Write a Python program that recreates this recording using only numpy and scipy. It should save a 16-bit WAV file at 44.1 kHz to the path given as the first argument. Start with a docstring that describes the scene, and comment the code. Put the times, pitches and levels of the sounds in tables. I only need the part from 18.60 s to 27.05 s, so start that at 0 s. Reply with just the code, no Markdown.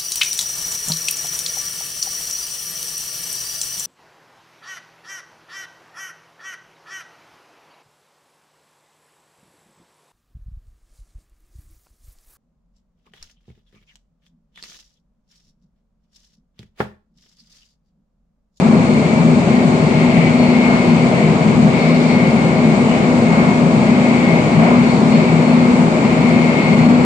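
"""High-speed train, window seat

At a steady cruise, rolling noise booms in the cabin's resonances and slightly out-of-round wheels
drone on multiples of their turn rate. Rough rail makes the wheels sing in swells, squeal and rasp.
Behind that the drive whines faintly, air rushes along the car and things by the track whoosh past."""
import sys
import numpy as np
from scipy import signal
from scipy.fft import rfft, irfft
from scipy.io import wavfile
from scipy.ndimage import uniform_filter1d, minimum_filter1d

SR = 44100
rng = np.random.default_rng(int(sys.argv[2]) if len(sys.argv) > 2 else 0)


def materialize(psi):
    """Save the field psi as 16-bit PCM at rate SR to the path in sys.argv[1].

    A 1-D psi becomes a single channel; in a 2-D psi each row is a channel.
    """
    bounded = np.clip(np.atleast_2d(psi).T, -1, 1)
    quanta = np.round(bounded * 32767).astype(np.int16)
    wavfile.write(sys.argv[1], SR, quanta)


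N = 372640
TIME = np.arange(N) / SR
FREQ = np.maximum(np.arange(N // 2 + 1) * SR / N, 1)


def undb(db):
    """Decibels to gain."""
    return 10 ** (np.asarray(db) / 20)


def unit(x):
    """Scale to an rms of one."""
    return x / np.sqrt(np.mean(np.abs(x) ** 2))


def curve(table):
    """Glide through a table's points in time, one value per sample."""
    return np.interp(TIME, *np.transpose(table))


def across(table, hz):
    """Read a table on a log-frequency axis."""
    points, values = np.transpose(table)
    return np.interp(np.log(hz), np.log(points), values)


def swell(start, length, attack_s, release_s):
    """An envelope from 0 to 1: it rises at the start and falls back once its length is over."""
    rise = (TIME - start) / attack_s
    fall = 1 - (TIME - start - length) / release_s
    return np.clip(np.minimum(rise, fall), 0, 1)


def lifts(table, attack_s, release_s):
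    """A level ride in dB, one swell per row."""
    return sum(db * swell(start, length, attack_s, release_s) for start, length, db in table)


def bursts(table, attack_s, release_s):
    """A gain that opens from silence, one swell per row."""
    return sum(undb(db) * swell(start, length, attack_s, release_s) for start, length, db in table)


def wander(rate_hz):
    """Smooth random motion, complex, with an rms of one."""
    lowpass = np.exp(-.5 * (FREQ / rate_hz) ** 2)
    real, imag = irfft(rfft(rng.standard_normal((2, N))) * lowpass, N)
    return unit(real + 1j * imag)


# Stereo balance. Each row: frequency in Hz, left minus right in dB.
BALANCE = [(60, 7), (190, 4), (330, 2), (700, 2), (1100, 0.5), (1600, 0.2), (2200, 5), (4500, 4.5),
           (6000, 4), (8000, 1.5), (10000, -7.5)]
def sides(hz):
    """Left and right gains: the window side, left, is louder in all but the highest treble."""
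    return undb(np.array([[.5], [-.5]]) * across(BALANCE, hz))


# How alike the two sides sound. Each row: frequency in Hz, correlation.
LIKENESS = [(130, .985), (255, .98), (325, .66), (390, .88), (680, .76), (930, .5), (1100, .25),
            (1600, .55), (2100, .2), (3100, .2), (4100, .2), (5500, .08)]
# Treble arrives from one side and reaches the left later. Each row: frequency in Hz, lag in seconds.
LEFT_LAG = [(900, 0), (1300, .00036)]
def noise(colour, resonances=()):
    """Diffuse noise at unit rms, lifted at its resonances: narrow in the bass, wide in the treble."""
    octaves_outside = np.abs(np.log2(FREQ / np.clip(FREQ, colour[0][0], colour[-1][0])))
    db = across(colour, FREQ) - 20 * octaves_outside
    for hz, width, lift_db in resonances:
        db = db + lift_db / (1 + (2 * (FREQ - hz) / width) ** 2)
    alike = across(LIKENESS, FREQ)
    mid, side = rfft(rng.standard_normal((2, N))) * np.sqrt([1 + alike, 1 - alike])
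    lag_rad = 0.19 + 2 * np.pi * FREQ * across(LEFT_LAG, FREQ)
    pair = np.array([(mid + side) * np.exp(-1j * lag_rad), mid - side])
    return unit(irfft(pair * sides(FREQ) * undb(db), N))


def tone(hz, unsteady, flutter_hz):
    """A tone whose level and phase flutter; high tones reach each side by different paths."""
    hz = hz * np.ones(N)
    alike = across(LIKENESS, hz.mean())
    per_side = np.array([wander(flutter_hz), wander(flutter_hz)])
    flutter = np.sqrt(alike) * wander(flutter_hz) + np.sqrt(1 - alike) * per_side
    amplitude = np.sqrt(1 - unsteady ** 2) + unsteady * flutter
    lag_rad = np.array([[0.36 + (1 - alike) * np.pi / 2], [0]])
    phase = 2 * np.pi * (np.cumsum(hz) / SR + rng.random()) - lag_rad
    return np.sqrt(2) * np.real(amplitude * np.exp(1j * phase)) * sides(hz.mean())


# Pitches of the fans and the drive, in Hz.
DRIVE_HZ = [71.5, 131, 2135, 2318, 2361.5, 7494]
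# Their mix, pitch by pitch. Each row: opening level in dB, closing level in dB, unsteadiness 0-1.
DRIVE_MIX = [(-47.5, -50, 0.4), (-33, -41, 0.51), (-52.5, -50.5, 0.1), (-39.5, -54, 0.9),
             (-44.5, -42, 0.02), (-57.5, -52.5, 0.9)]
def drive():
    """Fans hum and the gears and motors whine at constant speed, slowly trading strength."""
    return sum(undb(np.linspace(start_db, end_db, N)) * tone(hz, unsteady, flutter_hz=4.5)
               for hz, (start_db, end_db, unsteady) in zip(DRIVE_HZ, DRIVE_MIX))


# The swish's narrow colour. Each row: frequency in Hz, relative level in dB.
SWISH_COLOUR = [(2200, -22), (2900, 4), (3200, -6), (4000, -25)]
def swish():
    """A brief thin hiss as the car passes a mast."""
    envelope = swell(start=4.25, length=0.08, attack_s=0.059, release_s=0.14)
    return noise(SWISH_COLOUR) * undb(-36) * envelope


# The whooshes' hollow colour. Each row: frequency in Hz, relative level in dB.
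WHOOSH_COLOUR = [(350, -16), (500, -7), (680, 3), (850, -9), (1200, -22), (2000, -40)]
# Close pass-bys. Each row: start in seconds, length in seconds, level in dB.
WHOOSHES = [(2.5, 0.059, -24), (4.302, 0.073, -24), (4.697, 0.11, -28), (5.66, 0.13, -24),
            (5.98, 0.13, -23)]
def whooshes():
    """Things close to the track throw the train's roar back at the window."""
    return noise(WHOOSH_COLOUR) * bursts(WHOOSHES, attack_s=0.033, release_s=0.065)


# The body of the wind and its fine hiss. Each row: frequency in Hz, relative level in dB.
WIND_COLOUR = [(350, -7), (550, -1.5), (700, 2), (900, 2), (1100, 1.3), (1400, -3), (1750, -8.5),
               (2300, -19.5), (3500, -34.5)]
HISS_COLOUR = [(1500, -11), (3000, 4.5), (4500, 3), (5700, 0), (6200, 3), (6500, 5), (7500, 5), (8500, 1),
               (9300, -6), (10000, -21), (11000, -32.5)]
# Air rushes up at things by the track. 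Each row: start in seconds, length in seconds, lift in dB.
RUSHES = [(.04, 0.085, 2), (2.03, 0.11, 4), (4.69, 0.16, 3.5), (5.97, 0.14, 4)]
def air():
    """Wind on the skin of the car builds a little and rushes up now and then, over a flickering hiss."""
    wind_db = -24.5 + 0.24 * (TIME - TIME.mean())
    wind = noise(WIND_COLOUR) * undb(wind_db + lifts(RUSHES, attack_s=0.059, release_s=0.14))
    hiss = noise(HISS_COLOUR) * undb(-39 + 0.82 * wander(6.9).real)
    return wind + hiss


# Rail roughness, as the rolling noise it excites. Each row: time in seconds, level in dB.
RAIL = [(0.1, -33), (0.52, -31), (0.68, -34), (0.97, -29.5), (1.1, -32.5), (1.45, -28.5), (1.75, -30),
        (2.0, -29), (2.47, -30), (2.6, -30), (3.05, -31.5), (3.24, -29), (3.43, -31), (3.51, -29.5),
        (4.02, -31.5), (4.42, -30), (4.57, -32.5), (4.8, -30), (5.05, -32.5), (5.5, -29), (5.78, -29),
        (5.83, -30), (5.97, -29.5), (6.05, -29.5), (6.28, -29.5), (6.42, -34.5), (6.56, -29.5), (7.13, -31),
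        (7.26, -32.5), (7.55, -29.5), (8.07, -28), (8.38, -30.5)]
def roughness(slope):
    """Lift in dB for a layer that gains `slope` dB for each dB the rail is rougher than usual."""
    usual_db = -31
    return slope * (curve(RAIL) - usual_db)


# Rolling noise and its upper sheen. Each row: frequency in Hz, relative level in dB.
ROLLING_COLOUR = [(1300, -29), (1750, -9.5), (1950, -1.5), (2100, -1.5), (2280, -0.5), (2450, -2),
                  (2650, -4), (2900, -7.5), (3400, -13.5), (4500, -33)]
SHEEN_COLOUR = [(2700, -18.5), (3400, -5), (3800, 0), (4400, -1), (4900, -3), (5500, -10), (7000, -24.5)]
# Wheel resonances in both. Each row: frequency in Hz, width in Hz, lift in dB.
WHEEL_RESONANCES = [(2148, 66, 5.5), (2296, 19, 7.5), (4340, 45, 1.5)]
# Scrapes that bring up the sheen. Each row: start in seconds, length in seconds, lift in dB.
SCRAPES = [(1.8, 0.67, 1.5), (3.12, 0.4, 3.5), (6.25, .35, 2.5), (7.9, .2, 0.5)]
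def rolling():
    """Steel on steel: wheels and rail radiate noise that follows the roughness and brightens in scrapes."""
    body = noise(ROLLING_COLOUR, WHEEL_RESONANCES) * undb(-30 + roughness(slope=1.1))
    sheen_db = -39.5 + roughness(slope=0.46) + lifts(SCRAPES, attack_s=0.092, release_s=0.092)
    return body + noise(SHEEN_COLOUR, WHEEL_RESONANCES) * undb(sheen_db)


# The wheels rasp on the rail. Each row: start in seconds, length in seconds, level in dB.
RASPS = [(1.538, 0.16, -26), (2.017, 0.037, -26), (2.527, 0.12, -30), (4.33, 0.038, -32),
         (5.995, 0.083, -26.5), (6.526, 0.16, -34)]
# Wheel modes that a rasp excites. Each row: frequency in Hz, width in Hz, lift in dB.
RASP_MODES = [(1870, 25, 8), (2040, 30, 12), (2216, 50, 11), (2260, 23, 13), (2630, 90, -1)]
def rasps():
    """Short spells of sliding contact chatter on the wheel modes."""
    sliding = bursts(RASPS, attack_s=0.03, release_s=0.035)
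    chatter = unit(undb(2.5 * wander(rate_hz=45).real))
    return noise(ROLLING_COLOUR, RASP_MODES) * sliding * chatter


# The main wheel mode drifts as the contact crosses the tread. Each row: time in seconds, pitch in Hz.
RING_PITCH = [(0, 2167), (.55, 2163), (.85, 2174), (1.7, 2158), (2.0, 2172), (2.3, 2177), (2.6, 2190),
              (2.95, 2186), (3.25, 2167), (3.55, 2173), (4.05, 2183), (4.45, 2178), (4.75, 2174),
              (5.4, 2180), (5.8, 2187), (6.05, 2176), (6.4, 2168), (7.1, 2158), (7.7, 2166), (8.1, 2165)]
# Pitches of the modes that sing together, as ratios to the main one.
MODE_RATIOS = [1, .876, .936, 1.159, 5]
# Their mix, mode by mode. Each row: relative level in dB, unsteadiness 0-1.
MODE_MIX = [(2, 0.24), (-16, 0.8), (-9, 0.9), (-14.5, 1), (-38.5, .5)]
# The modes sing out. Each row: start in seconds, length in seconds, lift in dB.
SONGS = [(.3, 0.21, 4), (.88, 0.11, 3.5), (1.92, 0.33, 7), (2.55, 0.06, 6.5), (3.12, 0.31, 5),
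         (3.49, 0.2, 8), (3.78, 0.35, 7), (4.19, 0.036, 8), (4.32, 0.34, 4.5), (4.66, 0.31, 8.5),
         (5.22, 0.14, 7), (5.41, 0.17, 5.5), (5.63, 0.16, 7.5), (6.02, 0.32, 3), (6.96, 0.22, 6),
         (7.42, 0.51, 3.5), (7.96, 0.18, 6)]
# The octave squeals. Each row: start in seconds, length in seconds, lift in dB.
SQUEALS = [(.15, 0.18, 6), (1.1, 0.33, 3.5), (1.75, 0.16, 10.5), (2.05, .3, 4), (2.52, .08, 6),
           (3.13, 0.41, 6.5), (3.85, 0.28, 1), (6.23, 0.16, 8), (6.47, 0.09, 8), (6.84, 0.054, 6.5),
           (8.0, 0.38, 6)]
def wheel_song():
    """Rough rail rings the wheel modes; harder contact makes the main mode's octave squeal."""
    hz = curve(RING_PITCH)
    ring_db = -41 + roughness(slope=2.1) + lifts(SONGS, attack_s=0.0098, release_s=0.028)
    ring = sum(undb(ring_db + mode_db) * tone(ratio * hz, unsteady, flutter_hz=10)
               for ratio, (mode_db, unsteady) in zip(MODE_RATIOS, MODE_MIX))
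    squeal_db = -49 + lifts(SQUEALS, attack_s=0.043, release_s=0.056)
    return ring + undb(squeal_db) * tone(2 * hz, unsteady=0.51, flutter_hz=20)


# The companion mode sings out. Each row: start in seconds, length in seconds, lift in dB.
COMPANION_SONGS = [(1.54, .14, 8), (1.92, 0.14, 8), (3.14, 0.19, 8), (3.48, 0.15, 7), (4.72, 0.14, 7),
                   (6.48, 0.29, 3), (7.95, .2, 3)]
def companion_mode():
    """A wheel mode just above the main one follows the rail, joins in spells and beats against it."""
    db = -44 + roughness(slope=1.5) + lifts(COMPANION_SONGS, attack_s=0.0098, release_s=0.056)
    return undb(db) * tone(hz=2285, unsteady=0.45, flutter_hz=17)


# The drone's quiet bed. Each row: multiple of the turn rate, level in dB, unsteadiness 0-1.
QUIET_HUMS = [(3, -42.5, 0), (10, -30.5, 0.83), (12, -40, 0.3)]
# Level rides for the main hum and the one below it. Each row: time in seconds, level in dB.
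MAIN_HUM = [(0, -24.5), (.13, -13.5), (.43, -24), (.75, -14.5), (.86, -22), (1.0, -14.5), (1.29, -22),
            (1.47, -17.5), (1.65, -18), (1.97, -13.5), (2.22, -20.5), (2.42, -17), (2.6, -26), (2.82, -27),
            (2.98, -12), (3.16, -22.5), (3.35, -14), (3.75, -21), (3.95, -18), (4.5, -17), (4.9, -16),
            (5.18, -22), (5.3, -17), (5.65, -14.5), (5.87, -27.5), (6.17, -12), (6.4, -19), (6.55, -13.5),
            (6.7, -20.5), (6.93, -14), (7.22, -13.5), (7.36, -25), (7.52, -19), (7.7, -14.5), (7.95, -21),
            (8.33, -14)]
LOW_HUM = [(0, -19), (.4, -31), (.66, -14), (.95, -28), (1.6, -22), (2.33, -32), (2.66, -16.5), (2.85, -26),
           (3.12, -18.5), (3.5, -22.5), (4.4, -35), (4.85, -20), (5.35, -27), (5.97, -19.5), (6.25, -30),
           (6.38, -19), (6.66, -22), (6.9, -33), (7.25, -19.5), (7.5, -24.5), (7.8, -20), (8.4, -23)]
def wheel_drone():
    """Lobes on the wheel treads hum on multiples of the turn rate; the two strongest swell and fade."""
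    main_lobes, low_lobes = 9, 6
    turn_hz = 27.14 * (1 + 0.0014 * wander(1.0).real)
    bed = sum(undb(db) * tone(lobes * turn_hz, unsteady, flutter_hz=4.4)
              for lobes, db, unsteady in QUIET_HUMS)
    main = undb(curve(MAIN_HUM)) * tone(main_lobes * turn_hz, unsteady=0.12, flutter_hz=4.8)
    low = undb(curve(LOW_HUM)) * tone(low_lobes * turn_hz, unsteady=0.42, flutter_hz=4.8)
    return main + low + bed


# The dark colour of the floor rumble. Each row: frequency in Hz, relative level in dB.
RUMBLE_COLOUR = [(20, -45), (36, -36), (60, -22), (88, -21.5), (150, -4), (220, -3.5), (262, -10),
                 (312, -12), (375, -8), (450, -12.5), (660, -15.5), (850, -21.5), (1200, -37.5),
                 (2000, -49)]
# Cabin resonances. Each row: frequency in Hz, width in Hz, lift in dB.
CABIN_RESONANCES = [(104, 12, 5), (137, 10, 0.5), (162.5, 16, 5.5), (191, 4.1, 1.5), (217, 22.5, 7.5),
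                    (243.5, 18, 1.5), (284, 9, 2), (302, 20, 3), (351, 14, 1.5), (374, 17, 1),
                    (464, 14, 1.5), (495, 4.8, 5.5), (553, 44, 2), (629.6, 20, 7), (693, 8, 4.5)]
# The bass booms on uneven track and eases on smooth track.
# Each row: start in seconds, length in seconds, lift or dip in dB.
BOOMS = [(.58, 0.23, 1), (1.88, 0.16, -2.5), (2.58, 0.064, 0.5), (2.84, 0.23, 4.5), (3.16, 0.3, -3.5),
         (5.93, 0.069, 5.5), (6.8, .1, -3), (7.27, 0.079, -7), (7.83, 0.11, -5), (8.2, 0.2, 2)]
def rumble():
    """Track roughness shakes the floor and booms in the cabin."""
    level_db, bass_top_hz = -13, 260
    floor = noise(RUMBLE_COLOUR, CABIN_RESONANCES) * undb(level_db)
    bass = irfft(rfft(floor) / (1 + (FREQ / bass_top_hz) ** 10), N)
    boom_gain = undb(lifts(BOOMS, attack_s=0.032, release_s=0.042))
    return floor + bass * (boom_gain - 1)


def scene():
    """Everything that reaches the seat, in stereo."""
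    low_end = rumble() + wheel_drone()
    steel = rolling() + wheel_song() + companion_mode() + rasps()
    background = drive() + air() + whooshes() + swish()
    return low_end + steel + background


def record(dry):
    """A limiter eases both sides down around peaks over full scale; a steep low-pass cuts the top."""
    window, top_hz = SR // 100, 10944
    allowed_gain = 1 / np.maximum(np.abs(dry).max(axis=0), 1)
    gain = uniform_filter1d(minimum_filter1d(allowed_gain, size=window), size=window)
    lowpass = signal.ellip(8, .2, 70, top_hz, fs=SR, output="sos")
    return signal.sosfilt(lowpass, dry * gain)


dry = scene()
out = record(dry)
materialize(out)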